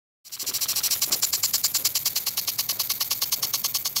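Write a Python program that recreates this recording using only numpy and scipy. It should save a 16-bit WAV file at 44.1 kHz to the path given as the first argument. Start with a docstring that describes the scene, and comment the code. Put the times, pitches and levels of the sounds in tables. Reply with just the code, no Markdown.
"""A backyard, the microphone right at an impact sprinkler, a dog a few metres off.
After a moment of silence the sound fades in on a low rumble, a faint hum and the quick return sweep:
the sprung arm cuts the jet into bursts of spray and clacks on its stop. The dog starts to leap and splash.
From 1 s the head steps forward more slowly: each stroke slaps, sprays and rings the plastic base, and the
free jet fizzes in between. The water changes colour as the head turns away; the dog splashes on and off."""
import sys
import numpy as np
from scipy import signal
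from scipy.fft import rfft, irfft
from scipy.io import wavfile

SR = 44100
rng = np.random.default_rng(int(sys.argv[2]) if len(sys.argv) > 2 else 0)


def master(y):
    """Save y as 16-bit WAV."""
    cut = np.clip(np.atleast_2d(y).T, -1, 1)
    pcm = np.round(cut * 32767)  # scale
    wavfile.write(sys.argv[1], SR, pcm.astype(np.int16))


N = 176400
TIME = np.arange(N) / SR

# quick strokes of the return sweep: t/s, time in the jet/s, relative spray level/dB
RETURN_STROKES = [(0.2514, 0.03, -24), (0.3232, 0.032, -23.5), (0.3974, 0.032, -23.5),
                  (0.4689, 0.0324, -23.5), (0.5409, 0.032, -24), (0.6136, 0.032, -24.5),
                  (0.6869, 0.034, -24.5), (0.7607, 0.034, -24), (0.8368, 0.035, -23), (0.91, 0.03, -22)]
# forward strokes: t/s, time in the jet/s, relative levels of spray/dB, slap/dB and free jet/dB
FORWARD_STROKES = [(1.0203, 0.024, -21.5, -42.5, -30), (1.122, 0.026, -21.7, -38.5, -30.5),
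                   (1.2269, 0.024, -20.5, -37.5, -29.5), (1.3314, 0.0278, -21.4, -39.5, -30.2),
                   (1.434, 0.026, -21, -38.5, -29.5), (1.5386, 0.025, -20.5, -38, -30.7),
                   (1.6407, 0.024, -19.5, -38.5, -32), (1.7475, 0.024, -20.5, -41, -30.5),
                   (1.851, 0.023, -20, -40.5, -33.5), (1.9533, 0.024, -22.5, -42, -32),
                   (2.058, 0.023, -22, -40.5, -33.7), (2.1602, 0.0249, -24, -41.5, -32.5),
                   (2.2673, 0.023, -24.5, -39.5, -33), (2.3744, 0.023, -24.5, -40.5, -32),
                   (2.4774, 0.024, -25.5, -39, -33), (2.5881, 0.023, -24, -38.5, -33.5),
                   (2.6923, 0.024, -24.9, -40, -32), (2.7962, 0.0239, -25.5, -38, -30),
                   (2.8998, 0.022, -24.5, -38.5, -33), (3.0068, 0.022, -24.5, -37, -30.5),
                   (3.11, 0.023, -24, -38, -30), (3.2188, 0.022, -23.5, -37.5, -30.5),
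                   (3.3233, 0.021, -22.5, -39.5, -29.5), (3.428, 0.024, -25, -36.5, -28),
                   (3.5374, 0.024, -24, -37, -29.5), (3.6437, 0.022, -23.0, -37.5, -29),
                   (3.747, 0.024, -24, -39, -31), (3.8539, 0.023, -25.5, -38, -34.5),
                   (3.9624, 0.028, -24.5, -37.5, -32)]


def amp(db):
    """Decibels to gain."""
    return 10 ** (np.asarray(db) / 20)


def unit(x):
    """Scales to rms 1."""
    return x / np.sqrt(np.mean(x ** 2) + 1e-20)


def ramp(t, length):
    """Rises from 0 to 1 over the length."""
    return np.clip(t / length, 0, 1)


def wander(rate_hz):
    """Random drift of rms 1, up to the given rate."""
    hz = np.fft.rfftfreq(N, 1 / SR)
    return unit(irfft(rfft(rng.standard_normal(N)) / (1 + (hz / rate_hz) ** 4), N))


def colour(x, spectrum):
    """Minimum-phase filter through points of f/Hz, relative level/dB; white noise keeps its level."""
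    point_hz, point_db = np.transpose(spectrum)
    hz = np.fft.rfftfreq(4096, 1 / SR)
    db = np.interp(np.log(hz + 1), np.log(point_hz + 1), point_db)
    gain = unit(amp(np.maximum(db, -90)))
    phase = -signal.hilbert(np.log(np.r_[gain, gain[-2:0:-1]])).imag[:len(hz)]
    impulse = irfft(gain * np.exp(1j * phase))[:len(hz)]
    return signal.oaconvolve(x, impulse)[:N]


def droplets(clump_db, clump_hz):
    """Noise of water breaking up: its strength jumps from clump to clump."""
    return unit(rng.standard_normal(N) * amp(clump_db * np.clip(wander(clump_hz), -2.5, 2.5)))


def turning(source, spectra):
    """Crossfades at equal power between spectra, keyed by heading, as the head turns."""
    # the head's path: t/s, heading (0 start, 1 side on to the microphone, 2 facing away, 3 just past that)
    path = [(.5, 0.5), (.85, 0.2), (1.3, 1.12), (1.7, 1), (2.05, 1.62), (2.45, 2.06), (3, 2), (3.55, 3.5),
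            (4, 3)]
    heading = np.interp(TIME, *np.transpose(path))
    out = np.zeros(N)
    for selector, spectrum in zip(np.eye(len(spectra)), spectra.values()):
        share = np.interp(heading, list(spectra), selector)
        out += colour(source() * np.sqrt(share), spectrum)
    return out


def yard():
    """The bed of the place: low rumble, the patter of water on paving and a distant hum."""
    # tones of the hum: f/Hz, rms level/dB
    hum_tones = [(116.3, -61), (139.2, -65)]
    # outdoor rumble and falling water: f/Hz, relative level/dB
    bed_spectrum = [(20, -27), (45, -5), (65, -4.5), (95, 4), (140, 1), (220, -1), (400, -6.5), (800, -8),
                    (1500, -14), (2200, -11), (4000, -27), (7000, -19), (9000, -18), (15700, -11)]
    hum = np.zeros(N)
    for hz, db in hum_tones:
        phase = 2 * np.pi * hz * TIME + 0.5 * wander(rate_hz=3.3)
        hum += amp(db) * np.sqrt(2) * np.sin(phase)
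    return amp(-46.5) * colour(droplets(clump_db=0.5, clump_hz=596), bed_spectrum) + hum


def echo(x, level_db=-27.5, t60_s=0.087):
    """Weak scatter reaches the microphone from the paving and the walls around."""
    t = TIME[:SR // 2]
    tail = rng.standard_normal(len(t)) * amp(-60 * t / t60_s)
    return amp(level_db) * signal.oaconvolve(x, tail / np.linalg.norm(tail))[:N]


def dog(rise_s=0.0015, relative_bandwidth=0.73):
    """Dull plops and sloshes a few metres off, as the dog meets the water."""
    # splashes: t/s, decay/s, level/dB, f/Hz
    splashes = [(0.429, 0.019, -38, 367), (0.455, 0.0074, -40, 398), (0.489, 0.02, -36.5, 330),
                (1.072, 0.024, -41, 300), (1.087, 0.021, -39, 450), (1.105, 0.0078, -36, 328),
                (1.109, 0.0038, -30.5, 770), (1.11, 0.0035, -34, 1800), (1.123, 0.018, -37, 400),
                (1.145, 0.014, -35, 353), (1.155, 0.011, -39.5, 356), (1.377, 0.011, -41, 418),
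                (1.791, 0.076, -44.5, 384), (2.724, 0.0037, -34, 567), (2.755, 0.063, -47.5, 550),
                (3.375, 0.13, -47.5, 447), (3.442, 0.036, -41.5, 770)]
    out = np.zeros(N)
    for start, decay, db, hz in splashes:
        t = TIME - start
        band = signal.iirpeak(hz, 1 / relative_bandwidth, SR)
        slosh = unit(signal.lfilter(*band, rng.standard_normal(N)))
        out += amp(db) * slosh * ramp(t, rise_s) * np.exp(-np.maximum(t - rise_s, 0) / decay)
    return out


def base(gain_db=10, delay_s=0.00179, rise_s=0.0031):
    """On each forward stroke the blow of the arm rings the hollow plastic base."""
    # modes of the base: f/Hz, relative level/dB, t60/s
    modes = [(535.5, -16.5, 0.079), (827, -8, 0.052), (983, -0.5, 0.027), (1114, 1, 0.044),
             (1163, -5, 0.03), (1797, -7, 0.028), (2190, -7, .03)]
    out = np.zeros(N)
    for start, _, _, slap_db, _ in FORWARD_STROKES:
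        first = round((start + delay_s) * SR)
        t = TIME[:N - first][:SR // 8]
        ring = sum(amp(db - 60 * t / t60) * np.sin(2 * np.pi * hz * t) for hz, db, t60 in modes)
        out[first:first + len(t)] += amp(slap_db + gain_db) * ramp(t, rise_s) * ring
    return out


def arm_clacks(decay_s=0.0035):
    """On the return sweep the arm hits its stop and rebounds."""
    # hit and rebound: delay after the stroke/s, level/dB
    hits = [(0.0433, -29), (0.0519, -32)]
    # the arm on its stop: f/Hz, relative level/dB
    spectrum = [(300, -13.5), (900, -5), (1300, 1), (1900, -5.5), (2300, -4), (2900, -5), (3700, -0.5),
                (4600, -6), (8000, -15), (15000, -28)]
    level = np.zeros(N)
    for start, *_ in RETURN_STROKES:
        for delay, db in hits:
            t = TIME - start - delay
            level += amp(db) * (t > 0) * np.exp(-abs(t) / decay_s)
    return colour(level * droplets(clump_db=0.5, clump_hz=1000), spectrum)


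def arm_thuds(level_db=-48.5, delay_s=0.0094, width_s=0.0058):
    """Each forward stroke thuds into the base."""
    # the dull blow: f/Hz, relative level/dB
    spectrum = [(100, -40), (350, 3), (550, 4.5), (850, 0.5), (1300, -32), (4000, -76)]
    pulses = sum(np.exp(-((TIME - start - delay_s) / width_s) ** 2) for start, *_ in FORWARD_STROKES)
    return colour(amp(level_db) * pulses * droplets(clump_db=0.5, clump_hz=1000), spectrum)


def arm_slaps(gain_db=15, delay_s=0.00073, rise_s=0.0038, decay_s=0.005, tail_db=-26, tail_s=0.022):
    """Water slaps the arm on each forward stroke: a sharp burst with a faint tail."""
    # water on the arm: f/Hz, relative level/dB
    spectrum = [(200, -30.5), (520, -13), (680, -18.5), (830, -15.5), (1110, -16.5), (1310, -16),
                (1450, -8), (1950, -21.5), (2200, -5.5), (2450, -13), (3000, -3), (3600, -6), (4500, 3),
                (7000, -12.5), (9000, -23), (15000, -14.5)]
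    level = np.zeros(N)
    for start, _, _, slap_db, _ in FORWARD_STROKES:
        t = TIME - start - delay_s
        after_peak = np.maximum(t - rise_s, 0)
        decay = np.exp(-after_peak / decay_s) + amp(tail_db) * np.exp(-after_peak / tail_s)
        level += amp(slap_db + gain_db) * ramp(t, rise_s) * decay
    return colour(level * droplets(clump_db=0.5, clump_hz=1000), spectrum)


def jet():
    """The free jet spits and fizzes from when the arm swings clear until it comes back."""
    # the jet with the head side on, facing away and just past that: f/Hz, relative level/dB
    side = [(300, -23.5), (900, -19.5), (1700, -20), (2300, -13.5), (2700, -16.5), (3400, -12),
            (3800, -11.5), (4100, -12), (4500, -13), (5000, -10.5), (6400, -10.5), (7050, -4),
            (7800, -12.5), (8800, -15), (10000, -5.5), (11300, -7.5), (12300, 2), (13000, -5), (14100, 0.5),
            (15700, -7.5)]
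    away = [(300, -29), (950, -20), (1400, -15), (1950, -16), (2200, -5.5), (2650, -18), (3500, -8.5),
            (3780, -5), (4050, -7), (4550, -2), (4900, -10), (7000, -4), (8200, -12.5), (10600, -7),
            (11600, -10.5), (12200, 7.5), (12900, -3.5), (14000, 3.5), (15700, -3)]
    past = [(300, -25), (950, -18), (1400, -18), (1950, -22), (2200, -7), (2650, -17), (3500, -11),
            (3780, -8), (4050, -16), (4550, -5), (4900, -13), (7000, -7.5), (8300, -12), (9800, -22),
            (10700, -12), (11600, 0), (12300, 3), (12900, -6), (14200, 4), (15700, -1.5)]
    clear_s, cut_s = 0.039, 0.021  # free from this long after a stroke to this long before the next
    edge_s, sag_db_per_s = 0.0045, 87
    graze_db, graze_s = -43, 0.0019  # the arm's edge first grazes the jet
    leak_db, return_db = -43, -49.5  # a steady fizz, and a little more during the return sweep
    starts = [start for start, *_ in FORWARD_STROKES]
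    jet_dbs = [db for *_, db in FORWARD_STROKES]
    # the first gap opens after the last return stroke
    gaps = zip([RETURN_STROKES[-1][0]] + starts, starts + [2 * starts[-1] - starts[-2]])
    level = amp(leak_db) + amp(return_db) * (TIME < starts[0])
    for (start, following), db in zip(gaps, jet_dbs[:1] + jet_dbs):
        t = TIME - start - clear_s
        free = ramp(t + edge_s, edge_s) * ramp(following - cut_s - TIME, edge_s)
        level += free * amp(db - sag_db_per_s * np.maximum(t, 0))
        level += amp(graze_db) * np.exp(-abs(TIME - following) / graze_s)
    return turning(lambda: level * droplets(clump_db=3.5, clump_hz=704), {1: side, 2: away, 3: past})


def spray(gain_db=3.5):
    """While the arm sits in the jet it shatters the water into a loud fan, right at the microphone."""
    # the fan at the start, side on, facing away and just past that: f/Hz, relative level/dB
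    initial = [(240, -53), (400, -21), (715, -22), (833, -14.5), (985, -23), (1130, -10), (1340, -27),
               (1560, -18), (1810, -19.5), (2350, -12), (2870, -8.5), (3340, -10.5), (3550, -14.5),
               (4080, -1), (4470, -1), (4900, -6), (5880, 3.5), (6650, -16), (7070, -14), (7860, -4),
               (8890, -11.5), (12400, -4.5), (15400, -10)]
    side = [(710, -49), (1200, -28.5), (1350, -21), (1750, -20.5), (1990, -21.5), (2190, -15.5),
            (3520, -19.5), (4090, -6.5), (4360, -2), (5590, -2), (6220, -7.5), (6640, -4.5), (7160, 2),
            (7470, -1.5), (8320, -13), (8970, -18), (9670, -10), (10900, -18), (11900, -5.5),
            (12900, -15.5), (15700, -6)]
    away = [(410, -32.5), (700, -22), (1090, -18), (1370, -27.5), (1890, -18), (2890, -9), (3610, -12),
            (4320, 0), (4790, -2.5), (6280, -3.5), (7620, -13), (9490, -15), (11700, -3.5), (15300, -9)]
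    past = [(410, -50), (700, -30), (776, -15), (895, -28), (1070, -15), (1330, -29), (1710, -38),
            (2100, -16), (2270, -20), (3210, -9), (3750, -11.5), (4210, -5), (4490, 0.5), (4910, -7),
            (5450, 0), (5890, -6.5), (6440, 1.5), (7240, -13), (9130, -13), (9870, -18), (11500, -5),
            (12400, -9), (15300, -9)]
    rise_db_per_s, sag_db = 1900, 1.5
    seat_db, seat_s = 4.5, 0.006  # the fan gains its last strength as the arm seats

    def bursts(strokes, fall_db_per_s, entry_db, entry_s=0.0076):
        """Envelope of one sweep; a negative entry_db lets the arm enter the jet more gently."""
        envelope = np.zeros(N)
        for start, length, db, *_ in strokes:
            t = TIME - start
            attack_db = rise_db_per_s * np.minimum(t, 0) - seat_db * ramp(-t, seat_s)
            easing_db = entry_db * (t > 0) * (1 - ramp(t, entry_s))
            fall_db = sag_db * ramp(t, length) + fall_db_per_s * np.maximum(t - length, 0)
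            envelope += amp(db + gain_db + attack_db + easing_db - fall_db)
        return envelope

    level = bursts(RETURN_STROKES, fall_db_per_s=1800, entry_db=-2)
    level += bursts(FORWARD_STROKES, fall_db_per_s=1904, entry_db=0)
    spectra = {0: initial, 1: side, 2: away, 3: past}
    return turning(lambda: level * droplets(clump_db=2, clump_hz=900), spectra)


def scene():
    """Sprinkler and dog in the yard, on one microphone."""
    direct = spray() + jet() + arm_slaps() + arm_thuds() + arm_clacks() + base() + dog()
    return (direct + echo(direct) + yard())[None]


def record(dry, silence_s=0.244, fade_from_s=0.23, fade_s=0.41, cutoff_hz=15780):
    """The sound fades in after a moment of silence; a steep low-pass takes off the very top."""
    faded = dry * (TIME > silence_s) * ramp(TIME - fade_from_s, fade_s)
    low_pass = signal.firwin(801, cutoff_hz, window=("kaiser", 8), fs=SR)
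    return signal.oaconvolve(faded, low_pass[None], "same")


dry = scene()
out = record(dry)
master(out)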